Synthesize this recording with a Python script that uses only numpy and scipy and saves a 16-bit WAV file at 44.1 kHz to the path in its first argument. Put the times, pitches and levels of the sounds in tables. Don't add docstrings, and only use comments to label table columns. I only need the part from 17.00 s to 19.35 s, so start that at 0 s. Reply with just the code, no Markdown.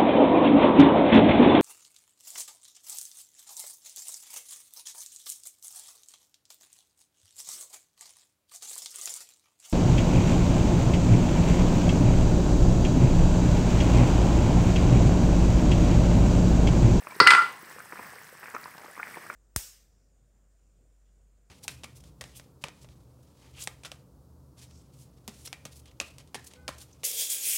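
import sys
import numpy as np
from scipy import signal
from scipy.fft import rfft, irfft
from scipy.io import wavfile
from scipy.ndimage import uniform_filter1d

SR = 44100
rng = np.random.default_rng(int(sys.argv[2]) if len(sys.argv) > 2 else 0)


def int16_out(signal):
    q = np.round(np.clip(np.atleast_2d(signal).T, -1, 1) * 32767)
    wavfile.write(sys.argv[1], SR, q.astype(np.int16))


N = 103635

# f/Hz, gain/dB
SEETHE_COLOUR = [(24, -49), (48, -19), (75, -8.5), (160, -1.5), (300, -8), (520, -5.5), (660, -9),
                 (1100, -3), (1450, -2), (1750, 4.5), (2400, -8), (2800, -10), (3800, -18), (4850, -14),
                 (5120, -11), (5700, -14.5), (7100, -23), (8200, -9), (9200, -19), (12300, -17.5),
                 (15500, -18.5)]
# f/Hz, gain/dB
SIZZLE_COLOUR = [(1000, -55), (3000, -5.5), (4000, -3.5), (5200, -5), (6500, -2), (8200, -2.5),
                 (10000, -1.5), (12500, -6.5), (15500, 2.5)]
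# t/s, level/dB, starting f/Hz, t60/ms
BURSTS = [(0.0703, -22, 1110, 8.7), (0.1060, -43, 2260, 94), (0.1212, -31.5, 980, 21),
          (0.6907, -46, 1340, 8.7), (0.7850, -32, 1210, 8.7), (0.8033, -28, 1480, 7.9),
          (0.9236, -21.5, 1270, 4), (0.9315, -35, 1040, 14), (0.9357, -33.5, 1240, 6.2),
          (0.9574, -28.5, 1210, 6.4), (0.9755, -31.5, 2060, 7), (0.9937, -25.5, 950, 10),
          (0.9978, -34, 1010, 10), (1.0267, -32.5, 1730, 8.8), (1.0566, -31.5, 1250, 8),
          (1.0680, -39.5, 1110, 19), (1.1340, -36, 804, 16), (1.4303, -23.5, 1484, 3.7),
          (1.4394, -28.5, 1260, 4.3), (1.4575, -25, 1500, 3.1), (1.4829, -27, 1550, 4.9),
          (1.5089, -36, 1520, 6), (1.5398, -32, 1070, 8), (1.5484, -16.5, 1180, 5.6),
          (1.5545, -29.5, 1040, 13), (1.5647, -23, 1300, 15), (1.6339, -27.5, 1640, 4.5),
          (1.6574, -29, 980, 14), (1.6800, -36, 1220, 17), (1.7802, -35, 1560, 6.8),
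          (1.8139, -38.5, 810, 9.3), (1.845, -36, 836, 13), (1.8600, -35.5, 1170, 12),
          (1.9772, -26.5, 1110, 8), (1.9940, -25, 1550, 3.9), (1.9981, -24, 1290, 12),
          (2.0025, -31, 1460, 23), (2.0304, -17.5, 2000, 5.8), (2.0706, -26.5, 1340, 5.2),
          (2.1431, -28, 2170, 7.1), (2.1593, -25, 1580, 2.7), (2.1705, -27, 930, 12),
          (2.1828, -28, 1330, 5.9), (2.265, -29, 1270, 6.1), (2.3002, -20, 1390, 10.7),
          (2.3045, -26.5, 1800, 4.7), (2.3459, -39, 1440, 7.9)]
# t/s, level/dB, starting f/Hz
LARGE_BUBBLES = [(0.071, -40.5, 446), (0.163, -35.5, 377), (0.629, -39.5, 307), (0.762, -36.5, 486),
                 (0.930, -37, 333), (0.995, -37.5, 464), (1.161, -42, 455), (1.326, -38, 496),
                 (1.544, -33.5, 425), (1.552, -38, 310), (1.75, -43.5, 174), (1.848, -41, 330),
                 (1.883, -37, 530), (1.982, -43.5, 215), (2.171, -37, 363), (2.174, -38, 553),
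                 (2.309, -43, 407)]
# f/Hz, gain/dB
SAUCE_MUFFLE = [(50, -14), (160, 4), (600, -0.5), (2500, 0), (3300, -25), (6000, -20.5)]
# t/s, level/dB, centre f/Hz
SAUCE_SPITS = [(0.154, -42.5, 4600), (0.713, -41, 4780), (0.792, -41.5, 8300), (1.55, -41, 5100),
               (1.641, -41.5, 4570), (1.780, -38.5, 3080), (1.782, -44, 5760)]
# t/s, then level/dB of body thud, first ring, second ring, 4-5 kHz shimmer, hard click
STEEL_KNOCKS = [(0.2011, -1, 1, -0.5, 4.5, -4), (0.2030, -2, -7.5, -11.5, 3.5, -12),
                (0.2126, 6.5, -14, -7, -12, -25.5), (0.2658, -12.5, 4, -28, -10, -25),
                (0.2718, -6, -10, -10, -3, 3), (0.2755, -22, -18, 7, 1, -14),
                (0.3055, -23.5, -15, 1, -0.5, 2), (0.3111, -16, -6, -5, -17, -4.5),
                (0.3197, -11.5, 5, -17, -5, -22), (0.3343, -5, -15, -25, -10, -7.5),
                (0.3493, -17, -3, -15, -17, -7.5), (0.3722, -23, 1.5, -8.5, -23, -24),
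                (0.3900, -28, -3, -16, -26, -22), (0.4202, -12, -13, -17.5, -19.5, -18)]
# f/Hz, level/dB, t60/s
STEEL_MODES = [(150.4, -34, 0.087), (388.7, -21, 0.07), (461.8, -25, 0.16), (945, -18.5, 0.14),
               (1205, -17.5, 0.25), (1376.4, -1, 0.21), (1338, -2, 0.071), (1439, -9, 0.25),
               (1997, -10, 0.37), (2017.4, -5, 0.25), (2435, -24, .2), (3500, -23.5, 0.1),
               (4328, -6, 0.027), (4450, -14, 0.069), (4570, -21, 0.083), (5078, -12.5, 0.043),
               (8090, -28, .27), (8400, -33, 0.23), (8870, -31.5, 0.19), (14500, -42, .13)]
# f/Hz, gain/dB
CONTACT_COLOUR = [(30, -30), (55, -41), (90, -21), (140, -12), (260, -12.5), (420, -8), (650, -10.5),
                  (1000, 6.5), (1500, 5.5), (2600, -2.5), (3600, -11.5), (4700, -8), (5700, -18.5),
                  (7500, -22.5), (8700, -16), (10800, -41), (13800, -42), (14400, -29), (15200, -42)]

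SEETHE_DB, SEETHE_WAVER_DB, SEETHE_WAVER_HZ = -51, -1.7, 13.08
SIZZLE_PER_S, SIZZLE_SCATTER_DB, SIZZLE_DB, SIZZLE_T60_S = 900, 3.5, -58.5, 0.0029
SMALL_PER_S, SMALL_HZ, SMALL_LOG_SPREAD, SMALL_T60_S = 110, 1274, 0.464, 0.0086
SMALL_FLOOR_DB, CLUSTER_FLOOR_DB, SMALL_RANGE_DB = -46, -46, 12.5
CLUSTER_SIZE, CLUSTER_HALF_WIDTH_S = 3, 0.047
POP_GAIN_DB, POP_RISE_S, POP_GLIDE_PER_S = 2, 0.00025, 3.3
FILM_DB, FILM_T60_S, FILM_TOP_HZ = -14, 0.026, 2800
FILM_LOW_SHARE = 0.3
PLOP_GAIN_DB, PLOP_T60_S, PLOP_RISE_S, PLOP_GLIDE_PER_S = 2, 0.024, 0.0013, 9.9
SPIT_T60_S, SPIT_HALF_WIDTH = 0.0083, 0.18
RING_DB, RING_RISE_S, RING_WAVER, RING_WAVER_HZ = -11.5, 0.00025, 0.00088, 88.7
CRACK_DB, CRACK_T60_S, RATTLE_DB, RATTLE_T60_S = 2.5, 0.018, -12.5, 0.3
HARDNESS_DB_PER_DB = 0.16
ROOM_T60_S, ROOM_DELAY_S, STEEL_ROOM_DB, STEW_ROOM_DB = 0.45, 0.0034, -9.5, -10.5
ROOM_LOW_T60_S, ROOM_LOW_HZ, ROOM_LOW_DB = 0.71, 815, 1
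TOP_HZ = 15600


def undb(db):
    return 10 ** (np.asarray(db) / 20)


def unit(x):
    return x / np.sqrt(np.mean(x ** 2))


def seconds(n):
    return np.arange(n) / SR


def fade(t, t60):
    return np.exp(-np.log(1000) * t / t60)


def gain_at(hz, points):
    f, db = np.array(points).T
    return undb(np.interp(np.log(np.maximum(hz, 1)), np.log(f), db))


def colour(x, points):
    n = len(x)
    log_gain = np.log(gain_at(np.fft.rfftfreq(n, 1 / SR), points))
    cepstrum = irfft(log_gain, n)
    cepstrum[1:n // 2] *= 2
    cepstrum[n // 2:] = 0
    return irfft(rfft(x) * np.exp(rfft(cepstrum)), n)


def add(out, start_s, sound):
    i = max(int(start_s * SR), 0)
    if i < len(out):
        out[i:i + len(sound)] += sound[:len(out) - i]


def walk(rate_hz):
    k = int(SR / rate_hz)
    steps = np.repeat(rng.standard_normal(N // k + 1), k)
    return uniform_filter1d(steps, k)[:N]


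def bubble(hz, t60, rise, glide):
    t = seconds(SR // 20)
    cycles = hz * (t + glide * t ** 2 / 2)
    return np.sin(2 * np.pi * cycles) * fade(t, t60) * (1 - np.exp(-t / rise))


def kitchen(x, wet_db):
    t = seconds(SR // 2)
    low_noise, high_noise = rng.standard_normal((2, len(t)))
    low_pass = signal.butter(4, ROOM_LOW_HZ, fs=SR, output="sos")
    high_pass = signal.butter(4, ROOM_LOW_HZ, "high", fs=SR, output="sos")
    low = undb(ROOM_LOW_DB) * signal.sosfilt(low_pass, low_noise) * fade(t, ROOM_LOW_T60_S)
    high = signal.sosfilt(high_pass, high_noise) * fade(t, ROOM_T60_S)
    tail = (low + high) * (t > ROOM_DELAY_S)
    return x + undb(wet_db) * signal.fftconvolve(x, tail / np.linalg.norm(tail))[:N]


def seethe():
    bed = unit(colour(rng.standard_normal(N), SEETHE_COLOUR))
    return bed * undb(SEETHE_DB + SEETHE_WAVER_DB * walk(SEETHE_WAVER_HZ))


def sizzle():
    out, t = np.zeros(N), seconds(256)
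    for when, pitch, size in rng.random((int(SIZZLE_PER_S * N / SR), 3)):
        hz = 3000 + 12500 * pitch
        db = SIZZLE_SCATTER_DB * min(-np.log(1 - size), 4.5)
        tick = undb(db) * np.sin(2 * np.pi * hz * t) * fade(t, SIZZLE_T60_S)
        add(out, when * N / SR, tick)
    return undb(SIZZLE_DB) * unit(colour(out, SIZZLE_COLOUR))


def small_bubbles():
    out = np.zeros(N)
    burst_times = np.array(BURSTS)[:, 0]
    shape = (len(burst_times), CLUSTER_SIZE)
    offsets = CLUSTER_HALF_WIDTH_S * (rng.random(shape) - rng.random(shape))
    near = (burst_times[:, None] + offsets).ravel()
    anywhere = rng.random(int(SMALL_PER_S * N / SR)) * N / SR
    for times, floor_db in ((near, CLUSTER_FLOOR_DB), (anywhere, SMALL_FLOOR_DB)):
        for when, (u, v, size) in zip(times, rng.random((len(times), 3))):
            hz = SMALL_HZ * np.exp(2 * SMALL_LOG_SPREAD * (u - v))
            gain = undb(floor_db + SMALL_RANGE_DB * size ** 2)
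            add(out, when, gain * bubble(hz, SMALL_T60_S, POP_RISE_S, POP_GLIDE_PER_S))
    return out


def pops():
    out, t = np.zeros(N), seconds(SR // 20)
    for start, db, hz, t60_ms in BURSTS:
        band = signal.butter(4, [FILM_LOW_SHARE * hz, FILM_TOP_HZ], "band", fs=SR, output="sos")
        spatter = unit(signal.sosfilt(band, rng.standard_normal(len(t))))
        film = undb(FILM_DB) * spatter * fade(t, FILM_T60_S)
        cavity = undb(POP_GAIN_DB) * bubble(hz, t60_ms / 1000, POP_RISE_S, POP_GLIDE_PER_S)
        add(out, start, undb(db) * (cavity + film))
    return out


def plops():
    out = np.zeros(N)
    for start, db, hz in LARGE_BUBBLES:
        cavity = bubble(hz, PLOP_T60_S, PLOP_RISE_S, PLOP_GLIDE_PER_S)
        add(out, start, undb(db + PLOP_GAIN_DB) * cavity)
    return out


def spits():
    out, t = np.zeros(N), seconds(SR // 20)
    for start, db, hz in SAUCE_SPITS:
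        edges = [hz * (1 - SPIT_HALF_WIDTH), hz * (1 + SPIT_HALF_WIDTH)]
        band = signal.butter(2, edges, "band", fs=SR, output="sos")
        noise = unit(signal.sosfilt(band, rng.standard_normal(len(t))))
        add(out, start, undb(db) * noise * fade(t, SPIT_T60_S))
    return out


def clatter():
    cracks, ring, t = np.zeros(N), np.zeros(N), seconds(SR // 2)
    energy = np.zeros((len(STEEL_MODES), N))
    contact = undb(CRACK_DB) * fade(t, CRACK_T60_S) + undb(RATTLE_DB) * fade(t, RATTLE_T60_S)
    onset = 1 - np.exp(-t / RING_RISE_S)
    for start, thud, first, second, shimmer, click in STEEL_KNOCKS:
        # f/Hz, gain/dB
        treble = [(2600, click), (3500, click), (4200, shimmer), (5200, shimmer), (6000, click)]
        rings = [(1000, first), (1500, first), (1950, second), (2100, second)]
        ring_weight = [(500, thud)] + rings + treble
        crack_weight = [(500, thud), (1000, (first + click) / 2)] + treble
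        noise = colour(rng.standard_normal(len(t)) * contact, CONTACT_COLOUR)
        hardness = undb(HARDNESS_DB_PER_DB * max(click, shimmer))
        add(cracks, start, hardness * colour(noise, crack_weight))
        for row, (hz, db, t60) in zip(energy, STEEL_MODES):
            level = undb(db + RING_DB) * gain_at(hz, ring_weight)
            add(row, start, (level * fade(t, t60) * onset) ** 2)
    for row, (hz, _, _) in zip(energy, STEEL_MODES):
        wavering_hz = hz * (1 + RING_WAVER * walk(RING_WAVER_HZ))
        ring += np.sqrt(row) * np.sin(2 * np.pi * np.cumsum(wavering_hz) / SR)
    return kitchen(cracks, STEEL_ROOM_DB) + ring


def scene():
    bed = seethe() + sizzle()
    bubbles = colour(small_bubbles() + pops() + plops(), SAUCE_MUFFLE)
    stew = kitchen(bubbles + spits(), STEW_ROOM_DB)
    return (bed + stew + clatter())[None]


def record(dry):
    rounded = dry / (1 + dry ** 6) ** (1 / 6)
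    low_pass = signal.ellip(10, 0.2, 80, TOP_HZ, fs=SR, output="sos")
    return signal.sosfilt(low_pass, rounded)


dry = scene()
out = record(dry)
int16_out(out)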